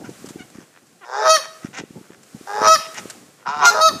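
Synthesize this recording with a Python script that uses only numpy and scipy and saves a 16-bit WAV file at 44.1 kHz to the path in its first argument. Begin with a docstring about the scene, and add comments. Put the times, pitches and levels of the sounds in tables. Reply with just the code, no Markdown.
"""Geese in a snowy farmyard

Geese honk: grouped membrane pulses growl through throat and beak, then break into overtones that sag at the end.
A second goose answers, and ducks and far birds quack in short pulse trains through a bill resonance.
Snow crunches in bursts of coloured noise; wind rumbles and puffs on the microphone over an outdoor hiss.
Ground, fences, barn and slope return delayed copies, and the yard adds scattered noise-tail echoes."""
import sys
import numpy as np
from scipy import signal
from scipy.fft import rfft, irfft, next_fast_len
from scipy.io import wavfile
from scipy.ndimage import map_coordinates

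SR = 44100
rng = np.random.default_rng(int(sys.argv[2]) if len(sys.argv) > 2 else 0)


def dump_mix(stems):
    """Bounce the given channels to the path in sys.argv[1] as a 16-bit WAV at rate SR."""
    frames = np.atleast_2d(stems).T  # one column per channel
    limited = np.clip(frames, -1, 1)  # hard clip at full scale
    pcm = np.round(limited * 32767).astype(np.int16)
    wavfile.write(sys.argv[1], SR, pcm)


N = 176400

# reflections off ground and fences close to the birds: (delay [s], level [dB])
EARLY_ECHOES = [(.0021, -7.5), (.0047, -14.5), (.0083, -17), (.013, -23.5), (.019, -13.5)]


def amp(db):
    """Decibels to an amplitude factor."""
    return 10 ** (np.asarray(db) / 20)


def unit(x):
    """x scaled to rms 1."""
    return x / np.sqrt(np.mean(x ** 2) + 1e-20)


def along(points, hz):
    """Interpolates (Hz, value) points on a log frequency axis."""
    f, v = np.transpose(points)
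    return np.interp(np.log(hz + 1), np.log(f + 1), v)


def stretch(rows):
    """First sample, and one value per sample for each column after the time."""
    s, *cols = np.transpose(rows)
    start = round(s[0] * SR)
    t = np.arange(start, min(N, round(s[-1] * SR))) / SR
    return start, [np.interp(t, s, c) for c in cols]


def wobble(n, rate):
    """A smooth random curve, rate knots a second."""
    knots = rng.standard_normal(int(n * rate / SR) + 4)
    return map_coordinates(knots, [np.arange(n) * rate / SR])


def filtered(x, response):
    """x times a complex response of frequency."""
    n = x.shape[-1]
    m = next_fast_len(n + 8192)
    return irfft(rfft(x, m) * response(np.fft.rfftfreq(m, 1 / SR)), m)[..., :n]


def resonant(x, peaks):
    """x through parallel squared band-passes (centre Hz, width Hz, dB) of alternating sign, rms 1."""
    def band(f, centre, width):
        return 1j * f * width / (centre * centre - f * f + 1j * f * width)

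    def response(f):
        return sum((-1) ** k * amp(db) * band(f, centre, width) ** 2
                   for k, (centre, width, db) in enumerate(peaks))

    return unit(filtered(x, response))


def coloured(spectrum, n=N):
    """Noise of rms 1 shaped by a (Hz, dB) spectrum."""
    return unit(filtered(rng.standard_normal(n), lambda hz: amp(along(spectrum, hz))))


def add(track, start, x):
    """Mixes x in, with 2 ms fades at its ends."""
    edge = np.arange(len(x))
    fade = np.clip(np.minimum(edge, edge[::-1]) / 90, 0, 1)
    track[start:start + len(x)] += (x * fade)[:len(track) - start]


def copies(x, echoes):
    """Delayed, weaker copies of x, alternate ones inverted, as from single reflecting surfaces."""
    return filtered(x, lambda hz: sum((-1) ** k * amp(db) * np.exp(-2j * np.pi * hz * s)
                                      for k, (s, db) in enumerate(echoes)))


def hiss():
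    """The outdoor floor: coloured noise whose level drifts."""
    # floor level: (time [s], level [dB])
    hiss_level = [(0, -49.5), (.3, -47), (.6, -52.5), (.85, -59), (1.0, -56.5), (1.6, -52), (1.9, -53.5),
                  (2.2, -54.5), (2.4, -49.5), (2.6, -45), (3.1, -44), (3.3, -54), (3.45, -55), (4, -44.5)]
    # relative spectrum of the floor: (frequency [Hz], density [dB per Hz])
    hiss_spectrum = [(180, -22.5), (300, -13.5), (353, -3), (784, -6.5), (865, -21), (1050, -6.5),
                     (1690, -8.5), (3630, -13.5), (7670, -10.5), (14700, -23)]
    _, (db,) = stretch(hiss_level)
    db = np.pad(db, (0, N - len(db)), "edge")
    return amp(db + 1.5 * wobble(N, 6.6)) * coloured(hiss_spectrum)


def wind():
    """Wind on the microphone: a lumpy noise rumble, with brief low swings standing out as puffs."""
    # rumble level: (time [s], level [dB])
    rumble_level = [(0, -42), (.05, -40.5), (.19, -49.5), (.28, -45.5), (.42, -42.5), (.5, -57), (.57, -52),
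                    (.64, -56), (.79, -62), (.87, -54.5), (1.1, -66), (1.32, -73), (1.4, -58.5), (1.6, -59),
                    (1.66, -48), (1.72, -53), (1.8, -37), (1.88, -53.5), (1.97, -37.5), (2.04, -51),
                    (2.1, -52), (2.3, -52), (2.36, -46.5), (2.44, -54), (2.5, -69), (2.6, -40.5),
                    (2.72, -36), (2.83, -57), (3.0, -44.5), (3.33, -52), (3.41, -61), (3.48, -45.5),
                    (3.85, -48.5), (3.96, -35), (4, -43)]
    # relative spectrum of the rumble: (frequency [Hz], density [dB per Hz])
    rumble_spectrum = [(15, -56.5), (25, -29.5), (59, -11.5), (147, 8), (292, 5.5), (425, -0.5), (609, -7),
                       (900, -7), (1170, -52), (1980, -120)]
    # single puffs: (time [s], envelope peak [dB], frequency [Hz])
    puff_rows = [(0.023, -33, 292), (0.042, -27.5, 270), (0.089, -22, 334), (0.241, -23.5, 325),
                 (0.273, -33, 226), (0.304, -26.5, 290), (0.356, -22, 301), (0.403, -26.5, 252),
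                 (0.552, -30, 218), (0.583, -25.5, 262), (1.374, -38, 302), (1.645, -16, 231),
                 (1.684, -31, 197), (1.788, -27.5, 358), (1.807, -25, 326), (1.834, -23, 334),
                 (1.85, -54, 151), (1.904, -28.5, 250), (1.979, -37, 164), (2.009, -30.5, 274),
                 (2.101, -29, 326), (2.345, -24.5, 214), (2.408, -28.5, 288), (2.613, -13, 376),
                 (3.053, -22.5, 343)]
    lump_db = 4
    puff_cycles, puff_rise_s = 0.56, 0.00451  # Gaussian 1/e half-width in cycles, time from onset to centre
    _, (db,) = stretch(rumble_level)
    db = np.pad(db, (0, N - len(db)), "edge")
    lumpy = amp(lump_db * wobble(N, 35)) * coloured(rumble_spectrum)
    out = amp(db) * unit(lumpy)
    t = np.arange(-600, 600) / SR
    for s, peak_db, hz in puff_rows:
        swing = np.sin(2 * np.pi * hz * t + rng.uniform(0, 2 * np.pi))
        puff = np.exp(-(t * hz / puff_cycles) ** 2) * swing
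        add(out, max(0, round((s + puff_rise_s) * SR) - 600), amp(peak_db) * puff)
    return out


def yard(x, share, delay_s):
    """Scattered echoes; each frequency dies at its own speed, and moving air blurs the lines."""
    # yard decay time before scaling by share: (frequency [Hz], t60 [s])
    yard_t60 = [(400, 0.4), (1300, 0.65), (4000, 0.43), (8000, 0.41), (13000, 0.26)]
    # tone of what the yard sends back: (frequency [Hz], gain [dB])
    echo_colour = [(600, -1.5), (1300, -3), (3000, 4), (7000, 0.5), (12000, 8.5)]
    blur, blur_rate = .18, 70  # amplitude depth, knots a second
    blurred = x * (1 + blur * wobble(N, blur_rate))
    hz, t, z = signal.stft(rng.standard_normal(SR), SR, nperseg=256)
    decay = amp(-60 * t / (share * along(yard_t60, hz)[:, None]))
    tail = signal.istft(z * decay, SR, nperseg=256)[1]
    tinted = filtered(blurred, lambda f: amp(along(echo_colour, f)))
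    delayed = np.pad(tinted, (round(delay_s * SR), 0))
    return signal.fftconvolve(delayed, tail / np.linalg.norm(tail))[:N]


def crunches():
    """Snow under feet: short bursts of coloured noise with fast rise, slower decay and a gritty level."""
    # snow crunches: (onset [s], nominal level [dB], nominal length [s])
    crunch_rows = [(0.094, -45, 0.03), (0.257, -39, 0.037), (0.286, -37.5, 0.045), (0.5, -49, 0.016),
                   (0.866, -54, 0.019), (2.231, -44.5, 0.02), (2.942, -31, 0.013), (2.996, -34, 0.016),
                   (3.097, -31, 0.035)]
    # relative spectrum of crushed snow: (frequency [Hz], density [dB per Hz])
    crunch_spectrum = [(290, -32), (500, -4), (1630, 2.5), (1780, -7), (4020, -4.5), (7580, 2),
                       (14500, -21)]
    out = np.zeros(N)
    for s, db, length in crunch_rows:
        t = np.arange(round(3 * length * SR)) / SR
        u = t / (0.15 * length)
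        grit = amp(db + 6 + 4.3 * wobble(len(t), 1033))
        add(out, round(s * SR), grit * u * np.exp(-u) * coloured(crunch_spectrum, len(t)))
    return out


def pulses(rate_hz, group, between_db, rough, sharp):
    """Unsteady membrane pulses in groups, mixed with noise gated once a group: throat and beak feeds."""
    jitter, scatter_db = .006, 1.5  # relative wander of the rate, wander of the level
    even_hz = 1060  # above this the lines between the pulse harmonics draw level with them
    n = len(rate_hz)
    unsteady_hz = rate_hz * (1 + jitter * (1 + 3 * rough) * wobble(n, 122.4))
    turns = np.cumsum(unsteady_hz) / SR
    k = np.arange(1, int(12000 / rate_hz.max()))[:, None]
    between = amp(between_db * np.minimum(1, even_hz / (k * rate_hz.mean())))
    lines = np.where(k % group == 0, 1, between) * np.cos(2 * np.pi * k * turns)
    clean = unit(lines.sum(0))
    gate = np.exp(sharp * np.cos(2 * np.pi * turns))
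    gated = unit(gate * rng.standard_normal(n))
    rough = np.clip(rough, 0, 1)
    size = amp(scatter_db * wobble(n, 157.4))
    low = size * np.sqrt(1 - rough) * clean + np.sqrt(rough) * gated
    high = size * (1 - rough) * clean + gated
    return low, high


def quacks():
    """Ducks and far birds: short nasal pulse trains of falling rate through bill resonances."""
    # calls: (onset [s], length [s], mid-call pulse rate [Hz], level [dB], treble [dB],
    # roughness [0-1], bill resonance [Hz])
    quack_rows = [(0.034, 0.055, 760, -44, -12, 0.65, 1500), (0.379, 0.062, 757, -44, -14, 0.27, 2140),
                  (0.529, .13, 90.5, -53, -6.5, 0.9, 1680), (0.719, 0.076, 89.6, -53.5, -27, 0.3, 1790),
                  (1.008, 0.057, 383.5, -41, -31, 0.2, 1400), (1.408, 0.066, 103, -39.5, -7, 0.76, 1730),
                  (1.61, 0.0727, 84.9, -45.5, -6, 0.8, 1900), (1.728, 0.09, 247.2, -34.5, -6, 0.46, 2020),
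                  (2.016, 0.072, 74.6, -56, -25.5, 0.4, 1500), (2.082, 0.082, 74.4, -51, -14, 0.54, 1770),
                  (2.782, 0.097, 106.5, -41, -20, 0.13, 2800), (2.938, 0.036, 208.6, -33.5, -6, 0.77, 2040),
                  (2.962, 0.043, 210.7, -30.5, -0.5, 0.76, 2030), (3.379, 0.17, 100.8, -53, -29, 0.8, 1500)]
    bill_width = .24  # of the resonance frequency
    rise_s, fall_s, floor = 0.03, 0.018, .25  # the rise starts from the floor
    out = np.zeros(N)
    for s, length, rate, db, treble, rough, hz in quack_rows:
        t = np.arange(round(length * SR)) / SR
        glide = 1.04 - .08 * t / length + 0.0397 * wobble(len(t), 89.6)
        low, high = pulses(rate * glide, 1, 0 * t, rough + 0 * t, sharp=0.55)
        bill = [(0.37 * hz, 450, -2), (0.73 * hz, 450, -2), (hz, bill_width * hz, 0),
                (1.335 * hz, 600, -7), (1.93 * hz, 1500, -13)]
        swell = np.clip(np.minimum(t / rise_s + floor, (length - t) / fall_s), 0, 1)
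        shape = swell * amp(1.8 * wobble(len(t), 54))
        nasal = resonant(low, bill)
        bright = resonant(high, [(5450, 2700, 4.8), (6740, 3100, 0.5)])
        # the treble follows the shape twice, so it swells later and fades sooner
        add(out, round(s * SR), amp(db) * shape * (nasal + amp(treble) * shape * bright))
    return out + .6 * copies(out, EARLY_ECHOES)


def growls():
    """The rough start of each honk: grouped pulses through a throat and beak that open when loud."""
    # growls: (pulses a group, rows of (time [s], group rate [Hz], level [dB], treble [dB],
    # lines between the pulse harmonics [dB], roughness [0-1])); lone pulses are the second goose
    growl_rows = [ (3, [(1.04, 116.8, -50, -9, -7, 0.25), (1.09, 122.6, -38.5, -13, 3, 0.56),
                  (1.15, 135.6, -23, -17.5, -7.5, 0.34), (1.19, 141.3, -22.5, -14.5, -17, 0.34),
                  (1.23, 145.3, -19.5, -15, -15, 0.1), (1.255, 146, -43, -20, -7, 0.2)]),
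                  (5, [(1.225, 124.6, -25.5, -15, -8, 0.2), (1.26, 129.6, -17, -11, -1, 0.11),
                  (1.3, 128.6, -25, -1, -5, 0), (1.32, 133, -60, -19, 5, 0.1)]),
                  (4, [(2.464, 100.7, -52, -17, -9, 0.39), (2.474, 98.67, -32.5, -13, -8.5, 0.54),
                  (2.5, 100.6, -25.5, -23.5, -15.5, 0), (2.55, 103.6, -22.5, -20, -18, 0.13),
                  (2.59, 105.9, -21.5, -15, -31, 0.37), (2.62, 107.5, -20.5, -14.5, -2, 0.3),
                  (2.65, 106.9, -14, -13, -2.5, 0.15), (2.683, 111.3, -21.5, 0, 0.5, 0.2),
                  (2.70, 107, -64, -13, 5, 0.2)]), (1, [(3.452, 129.2, -42, -37, -6, 0.54),
                  (3.465, 129.9, -19.5, -21.5, 0, 0.5), (3.495, 140.7, -25, -15.5, 0, 0),
                  (3.53, 145.2, -26.5, -21.5, -5, 0.28), (3.58, 150, -28, -18.5, 0, 0.17),
                  (3.61, 146.2, -20, -18.5, 0, 0.38), (3.645, 140.6, -12.5, -12.5, 0, 0.38),
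                  (3.66, 140.3, -11, 4, 0, 0.63), (3.68, 135, -60, -18, -2, 0.54)]),
                  (4, [(3.605, 93.54, -23, -28, -28, 0), (3.63, 94.75, -15.5, -25, -29, 0),
                  (3.69, 102.5, -22.5, -6, -20, 0.05), (3.74, 106.9, -18.5, -20, -18, 0.37),
                  (3.79, 109.7, -28, -6, 10.5, 0.29), (3.81, 108.2, -27, -16, -7, 0.1),
                  (3.83, 113, -50, -15, -6, 0.3)])]
    # resonances of throats and beak, closed and open, and of the second goose's throat:
    # (centre [Hz], width [Hz], level [dB])
    throat_closed = [(436, 135, -4), (766, 412, 5.5), (1150, 540, -3), (1610, 262, 1)]
    throat_open = [(448, 167, -10.5), (815, 115, -8.5), (1156, 114, 14), (1500, 500, -3), (1790, 77, 2)]
    throat_second = [(445, 106, -14.5), (760, 150, 2.5), (980, 180, 3), (1280, 323, 3), (2680, 1440, -21)]
    beak_closed = [(3605, 350, 15.5), (5180, 1330, 16.5), (6860, 1600, 5), (2560, 440, -19)]
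    beak_open = [(2380, 800, -3), (4010, 1460, 0.5), (6000, 1040, 4.5), (6730, 1400, -3), (10500, 920, -38)]
    opens_db, opens_over_db = -22, 8  # growl level where opening starts, and the range to fully open
    out = np.zeros(N)
    for group, rows in growl_rows:
        start, (rate, db, treble, between, rough) = stretch(rows)
        low, high = pulses(rate, group, between, rough, sharp=0.7)
        wide = np.clip((db - opens_db) / opens_over_db, 0, 1)
        shut_gain, open_gain = np.sqrt(1 - wide), np.sqrt(wide)
        beak = shut_gain * resonant(high, beak_closed) + open_gain * resonant(high, beak_open)
        if group == 1:
            throat = resonant(low, throat_second)
        else:
            throat = shut_gain * resonant(low, throat_closed) + open_gain * resonant(low, throat_open)
        add(out, start, amp(db) * (throat + amp(treble) * beak))
    return out + copies(out, EARLY_ECHOES)


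def notes():
    """The clear end of each honk: gliding overtones, raspier where weak, lifted by the windpipe."""
    # clear notes, each a list of (time [s], pitch [Hz], nominal level of the strongest overtone [dB],
    # treble [dB])
    note_rows = [
        [(1.215, 621, -25, -33), (1.255, 645.4, -14.5, -16), (1.288, 629, -11, -11), (1.305, 639, -10, -2),
         (1.34, 641.7, -16, 1), (1.358, 629.5, -15, 1), (1.367, 609.4, -23, 3), (1.376, 576, -27.5, -4),
         (1.405, 523, -37.5, -5)],
        [(2.61, 639.7, -28.5, -6), (2.665, 642.5, -13, -14), (2.68, 635.3, -11, -1), (2.72, 645.4, -11, 0),
         (2.745, 641, -16.5, 6.5), (2.755, 615, -21.5, 8), (2.765, 588, -27, 2), (2.785, 525, -51.5, -22.5)],
        [(3.638, 704.5, -10, -29), (3.655, 705, -13.5, -3), (3.675, 701.6, -10.5, -1),
         (3.70, 695.4, -12.5, -3.5), (3.71, 674, -28, -2.5), (3.722, 680, -40, -12)],
        [(3.745, 635.5, -20, -18), (3.802, 625.3, -15, -16.5), (3.815, 636, -13, -0.5),
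         (3.86, 645.2, -8.5, -3.5), (3.882, 640.4, -14, 1.5), (3.892, 608, -18.5, 2), (3.9, 595, -29, -13),
         (3.92, 524, -30, -16)],
    ]
    # overtones of each note, as the head points: (multiple of the pitch, level [dB])
    overtone_rows = [
        [(1, -3), (2, 0.5), (3, -13.5), (4, -18), (5, -15.5), (6, -10), (7, -7), (8, -11.5), (9, -8), (10, -12),
         (11, -16.5), (12, -39), (13, -33), (14, -28.5), (15, -23.5), (16, -35.5), (17, -24.5), (18, -46.5),
         (19, -34), (20, -32), (21, -45.5), (22, -33.5)],
        [(1, -5.5), (2, 2.5), (3, -16), (4, -19.5), (5, -19.5), (6, -17), (7, -14.5), (8, -10), (9, -8),
         (10, -20.5), (11, -20), (12, -53.5), (13, -40), (14, -31), (15, -30.5), (16, -38), (17, -36.5),
         (18, -39.5), (19, -45.5), (20, -33), (21, -33), (22, -44)],
        [(1, -12.5), (2, 4), (3, -14), (4, -17), (5, -28), (6, -8.5), (7, -10), (8, -12), (9, -10), (10, -17),
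         (11, -17.5), (12, -45), (13, -30.5), (14, -25), (15, -32), (16, -36), (17, -32), (18, -30), (19, -60),
         (20, -28)],
        [(1, -7.5), (2, 0), (3, -22), (4, -24), (5, -27), (6, -10), (7, -12), (8, -12.5), (9, -17), (10, -14),
         (11, -27), (12, -50), (13, -49), (14, -26.5), (15, -32), (16, -32), (17, -44.5), (18, -41), (19, -38),
         (20, -54), (21, -34), (22, -38)],
    ]
    # how far overtones 1, 2, 3 and the rest follow the treble: (share [0-1], one entry for each)
    treble_share = (0, .3, .5, 1)
    # base rasp depth: (overtones 1 and 2 [dB], higher ones [dB])
    rasp_db = (-38, -24)
    rasp_grows, rasp_most_db = 1.4, 18  # dB per dB under the note's peak, and the most added
    top_rasp_db = -9  # base rasp of overtones above the 11th
    pipe_hz, pipe_width_hz, pipe_db = 1784, 70, 15  # lifts an overtone sagging through it
    out = np.zeros(N)
    for rows, overtones in zip(note_rows, overtone_rows):
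        start, (hz, db, treble) = stretch(rows)
        n = len(hz)
        rasp = np.minimum(rasp_grows * (db.max() - db), rasp_most_db)
        phase = 2 * np.pi * np.cumsum(hz * (1 + 0.0011 * wobble(n, 84.0))) / SR
        tone = np.zeros(n)
        for k, level in overtones:
            share = treble_share[int(min(k, len(treble_share))) - 1]
            flutter_db = (k > 2) * 2.3 * wobble(n, 35.7)
            lift_db = pipe_db * np.exp(-((k * hz - pipe_hz) / pipe_width_hz) ** 2)
            base_rasp = top_rasp_db if k > 11 else rasp_db[int(k > 2)]
            roughened = 1 + np.minimum(2, amp(rasp + base_rasp)) * wobble(n, 700)
            wave = np.sin(k * phase + 0.25 - 0.097 * k * k)
            tone += amp(level + treble * share + flutter_db + lift_db) * roughened * wave
        add(out, start, np.sqrt(2) * amp(db) * tone)
    return out


def scene():
    """Mixes all layers, and adds a very faint random-phase difference between the two channels."""
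    # returns from barn and slope: (delay [s], level [dB])
    far_echoes = [(.07, -25), (.19, -38.5)]
    # side signal relative to the mid, before overlap-adding: (frequency [Hz], level [dB])
    side_db = [(100, -34), (1000, -67), (3000, -66), (12000, -42)]
    quack_echo_db = -6.5  # ducks stir less echo than the geese
    echo_db, echo_share, echo_delay_s = -16.5, 0.97, 0.025  # share of the yard's t60
    near_db, near_share, near_delay_s = -16.5, 0.26, .008  # quick scatter off fences and shrubs
    geese = growls() + notes()
    ducks = quacks()
    echoed = geese + amp(quack_echo_db) * ducks
    mid = geese + ducks
    mid += amp(echo_db) * yard(echoed, echo_share, echo_delay_s)
    mid += amp(near_db) * yard(echoed, near_share, near_delay_s)
    mid += copies(echoed, far_echoes)
    mid += crunches() + wind() + hiss()
    # random phases make a faint noisy side signal from the mid
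    hz, _, z = signal.stft(mid, SR, nperseg=256)
    scrambled = z * np.exp(2j * np.pi * rng.random(z.shape)) * amp(along(side_db, hz))[:, None]
    side = signal.istft(scrambled, SR, nperseg=256)[1][:N]
    return np.array([mid + side, mid - side])


def record(dry):
    """The microphone: soft ceiling on the loudest peaks, two-stage bass roll-off, sharp band limit."""
    ceiling, knee = 1.71, 1.52  # amplitude approached, exponent of the bend
    mic_low_hz, top_hz = 46.4, 14880
    held = dry / (1 + np.abs(dry / ceiling) ** knee) ** (1 / knee)
    return filtered(held, lambda hz: (hz < top_hz) * (1j * hz / (mic_low_hz + 1j * hz)) ** 2)


dry = scene()
out = record(dry)
dump_mix(out)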